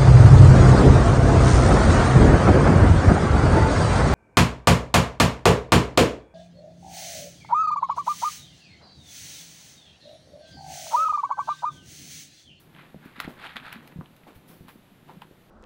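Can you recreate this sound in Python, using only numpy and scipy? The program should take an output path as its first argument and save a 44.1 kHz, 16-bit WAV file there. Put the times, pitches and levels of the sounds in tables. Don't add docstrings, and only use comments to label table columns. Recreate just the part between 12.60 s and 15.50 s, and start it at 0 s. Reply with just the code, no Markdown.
import sys
import numpy as np
from scipy import signal
from scipy.io import wavfile

SR = 44100
rng = np.random.default_rng(int(sys.argv[2]) if len(sys.argv) > 2 else 0)


def to_wav(sig):
    pcm = np.clip(np.atleast_2d(sig), -1, 1) * 32767
    pcm = np.round(pcm).astype(np.int16)
    wavfile.write(sys.argv[1], SR, pcm.T)


N = 127890

# [f/Hz, level/dB]
PLASTIC_COLOUR = [(200, 0), (600, -1), (1050, 0), (1650, 4.5), (2600, -3.5), (3900, -8), (6000, -23),
                  (12000, -20), (16000, -43)]


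def amp(db):
    return 10 ** (np.asarray(db) / 20)


def unit(x):
    return x / np.sqrt(np.mean(x ** 2) + 1e-20)


def read(points, hz):
    f, value = np.transpose(points)
    return np.interp(np.log(hz + 1), np.log(f + 1), value)


def add(mix, s, sound):
    part = mix[max(round(s * SR), 0):][:len(sound)]
    part += sound[:len(part)]


def colour(x, points, size=4096):
    log_gain = np.log(amp(read(points, abs(np.fft.fftfreq(size, 1 / SR)))))
    spectrum = np.exp(np.conj(signal.hilbert(log_gain)))
    taps = np.fft.ifft(spectrum).real[:size // 2]
    return signal.fftconvolve(x, taps / np.linalg.norm(taps))[:N]


def blow(t, hz, swell_ms, order=1):
    u = t * 1000 / swell_ms
    envelope = (u * np.exp(1 - u)) ** order
    return -envelope * np.sin(2 * np.pi * hz * t)


def grains(per_s, spread_db):
    size = amp(spread_db * np.minimum(rng.exponential(1, N), 4))
    sign = rng.choice([-1, 1], N)
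    struck = rng.random(N) < per_s / SR
    return unit(size * sign * struck)


def strokes(table):
    t = np.arange(N) / SR
    power = np.zeros(N)
    for s, db, rise, fall in table:
        swell = (np.minimum(t - s, 0) / rise) ** 2
        decay = np.maximum(t - s, 0) / fall
        power += (amp(db) * np.exp(-swell - decay)) ** 2
    return np.sqrt(power)


def room_tone():
    # [f/Hz, level/dB]
    tone_colour = [(20, -6.5), (69, -8), (145, 1.5), (400, -8.5), (3700, -21), (5300, -31), (9050, -32.5),
                   (12000, -25.5), (15500, -35)]
    tone_db = -57
    return amp(tone_db) * unit(colour(rng.standard_normal(N), tone_colour))


def room(x):
    t60_s, reflections_per_s = 0.18, 3000
    t = np.arange(SR // 2) / SR
    arrives = (rng.random(len(t)) < reflections_per_s / SR) * (t > 0.005)
    tail = rng.standard_normal(len(t)) * arrives * amp(-60 * t / t60_s)
    return signal.fftconvolve(x, tail / np.linalg.norm(tail))[:N]


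def swishes():
    # [peak t/s, level/dB, fall t/s]
    brushes = [(.005, -57.5, 0.037), (.46, -59, 0.012), (.705, -57.5, 0.02), (1.76, -59.5, 0.024),
               (1.889, -54, 0.084), (2.094, -56, 0.042)]
    # [f/Hz, level/dB]
    swish_colour = [(400, -8), (4500, 2), (7000, -5.5), (11500, 5)]
    rise_s = 0.011
    pressure = strokes([(s, db, rise_s, fall) for s, db, fall in brushes])
    return colour(rng.standard_normal(N) * pressure, swish_colour)


def scuffs():
    # [peak t/s, level/dB, rise t/s, fall t/s]
    rubs = [(.682, -44.5, 0.0025, 0.061), (1.226, -53.5, 0.0014, 0.21), (1.685, -48.5, 0.015, 0.037),
            (1.92, -55.5, 0.035, 0.056), (2.503, -51.5, 0.03, 0.053)]
    # [f/Hz, level/dB]
    scuff_colour = [(80, -4), (250, 8), (950, 2), (3700, -11.5), (5500, -24)]
    return colour(grains(3000, spread_db=3) * strokes(rubs), scuff_colour)


def patter():
    spells = [.2, 1.228, 1.98, 2.57]
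    # [f/Hz, level/dB]
    paw_colour = [(25, -41.5), (125, -1.5), (250, -3), (400, -11.5), (4000, -71.5)]
    level_db, rise_s, fall_s = -57, 0.2, 0.27
    steps_per_s = 160
    running = strokes([(s, level_db, rise_s, fall_s) for s in spells])
    return colour(grains(steps_per_s, spread_db=0.0) * running, paw_colour)


def pitched_grains(count=12):
    per_s, spread_db = 280, 2
    swell_cycles = 0.97
    t = np.arange(SR // 40) / SR
    pitches = np.geomspace(750, 4400, count) * rng.uniform(0.95, 1.05, count)
    total = np.zeros(N)
    for hz in pitches:
        ring = blow(t, hz, swell_cycles / hz * 1000)
        ringing = signal.fftconvolve(grains(per_s, spread_db), ring)[:N]
        total += np.sqrt(hz) * unit(ringing)
    return unit(total)


def claw_grip():
    swing_db = 4.2
    turns = np.cumsum(rng.uniform(0.002, 0.007, N // 80))
    up_down = (-1) ** np.arange(len(turns))
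    swings = swing_db * up_down * rng.random(len(turns))
    return unit(amp(np.interp(np.arange(N) / SR, turns, swings)))


def scrabbling():
    # [peak t/s, level/dB, rise t/s, fall t/s]
    scratches = [(.2, -57.5, 0.049, 0.083), (.455, -61, 0.042, 0.14), (.56, -54, 0.0028, .04),
                 (.61, -49.5, 0.02, 0.02), (.65, -48.5, 0.025, 0.02), (.86, -47, 0.063, 0.056),
                 (.959, -46.5, 0.0013, 0.024), (1.078, -50.5, 0.058, 0.05), (1.128, -51, 0.02, 0.049),
                 (1.325, -61, .012, 0.0036), (1.755, -67.5, 0.014, 0.03), (2.093, -55, 0.016, 0.013),
                 (2.622, -58.5, 0.0073, 0.014)]
    crackle_db = 0.5
    crackle = amp(crackle_db) * grains(4000, spread_db=6.0)
    texture = pitched_grains() + crackle
    return colour(texture * claw_grip() * strokes(scratches), PLASTIC_COLOUR)


def ticks():
    # [t/s, level/dB]
    taps = [(0.602, -29.5), (0.966, -67), (1.127, -37), (1.2756, -46), (1.565, -51), (2.0835, -48),
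            (2.6197, -50)]
    # [f/Hz, level/dB]
    tick_colour = [(800, -14), (3900, 11), (7000, -3.5), (11300, 6), (14000, 3.5)]
    decay_s, tail_s, tail_db = 0.0014, 0.012, -13.5
    out, t = np.zeros(N), np.arange(SR // 8) / SR
    envelope = np.exp(-t / decay_s) + amp(tail_db) * np.exp(-t / tail_s)
    for s, db in taps:
        add(out, s, amp(db) * rng.standard_normal(len(t)) * envelope)
    return colour(out, tick_colour)


def clicks():
    # [t/s, level/dB, f/Hz]
    catches = [(.149, -42.5, 3170), (.5645, -40, 2040), (.601, -23.5, 2050), (0.6024, -24, 1850),
               (0.814, -40, 1870), (0.8679, -29.5, 2900), (0.967, -23, 3460), (0.967, -21.5, 1950),
               (0.9745, -33, 3460), (.981, -38.5, 3550), (1, -37, 2600), (1.129, -32, 2440),
               (1.2761, -40.5, 2570), (1.459, -41.5, 3000), (1.635, -45.5, 2120), (2.6191, -36, 2870)]
    snap_ms = 0.53
    clatter_db, clatter_s = -12.5, 0.0036
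    snap, clatter = np.zeros((2, N))
    t = np.arange(SR // 8) / SR
    for s, db, hz in catches:
        add(snap, s, amp(db) * blow(t, hz, snap_ms, order=2))
        burst = rng.standard_normal(len(t)) * np.exp(-t / clatter_s)
        add(clatter, s, amp(db + clatter_db) * burst)
    return snap + colour(clatter, PLASTIC_COLOUR)


def knocks():
    # [t/s, level/dB, f/Hz, swell t/ms]
    bumps = [(.3440, -36.5, 574, 1), (0.6013, -21.5, 1310, 0.91), (0.6778, -31, 643, 0.5),
             (1.4106, -31, 1030, 0.53), (1.668, -40.5, 740, 1.4), (2.0833, -40.5, 1000, 1.24),
             (2.089, -49, 1250, 0.3), (2.494, -37.5, 884, 1.6), (2.501, -38, 1050, 1.06),
             (2.62, -33.5, 930, 1.7)]
    chatter_db, chatter_s = -18.5, 0.016
    out, t = np.zeros(N), np.arange(SR // 8) / SR
    for s, db, hz, swell_ms in bumps:
        wall = blow(t, hz, 500 / hz)
        chatter = unit(signal.fftconvolve(rng.standard_normal(len(t)), wall)[:len(t)])
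        chatter = amp(chatter_db) * chatter * np.exp(-t / chatter_s)
        add(out, s, amp(db) * (blow(t, hz, swell_ms, order=2) + chatter))
    return out


def thumps():
    # [t/s, level/dB, f/Hz, swell t/ms]
    landings = [(0.345, -36, 201, 2.3), (.359, -38, 196, 4), (0.4585, -36.5, 246, 2.4),
                (0.581, -41, 241, 3.8), (0.65, -34.5, 158, 1.7), (0.677, -29, 243, 2.06),
                (0.955, -44, 237, 7.1), (1.014, -45, 247, 9.9), (1.159, -38, 229, 6.7),
                (1.3597, -31, 172, 2.9), (1.371, -47, 79.4, 4.3), (1.388, -27.5, 152, 3.2),
                (1.411, -36, 242, 2.4), (1.507, -49, 246, 5.8), (1.761, -41, 90, 2.5),
                (2.008, -35.5, 152, 2.2), (2.048, -42, 227, 3.1), (2.157, -41.5, 253, 2),
                (2.32, -48, 203, 3.6), (2.568, -42.5, 177, 5.5), (2.712, -40, 340, 0.8)]
    # [f/Hz, level/dB, t60/s]
    bin_modes = [(127, -40, 0.15), (238, -10, 0.061), (315.6, -19.5, 0.25)]
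    out, t = np.zeros(N), np.arange(SR // 3) / SR
    onset = np.minimum(t / 0.0011, 1)
    for s, db, hz, swell_ms in landings:
        ring = np.zeros(len(t))
        for f, level, t60 in bin_modes:
            closeness = 1 / (1 + (2 * np.log(f / hz)) ** 2)
            ring -= closeness * amp(level - 60 * t / t60) * np.sin(2 * np.pi * f * t)
        add(out, s, amp(db) * (blow(t, hz, swell_ms) + ring * onset))
    return out


def scene():
    thump_room_db, claw_room_db = -5.5, -12.5
    low = patter() + thumps()
    high = swishes() + scuffs() + scrabbling() + ticks() + clicks() + knocks()
    reflections = room(amp(thump_room_db) * low + amp(claw_room_db) * high)
    return (room_tone() + reflections + low + high)[None]


def record(dry):
    edge_hz = 15700
    low_pass = signal.firwin(511, edge_hz, window=("kaiser", 9), fs=SR)
    return signal.oaconvolve(dry, low_pass[None], "same")


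dry = scene()
out = record(dry)
to_wav(out)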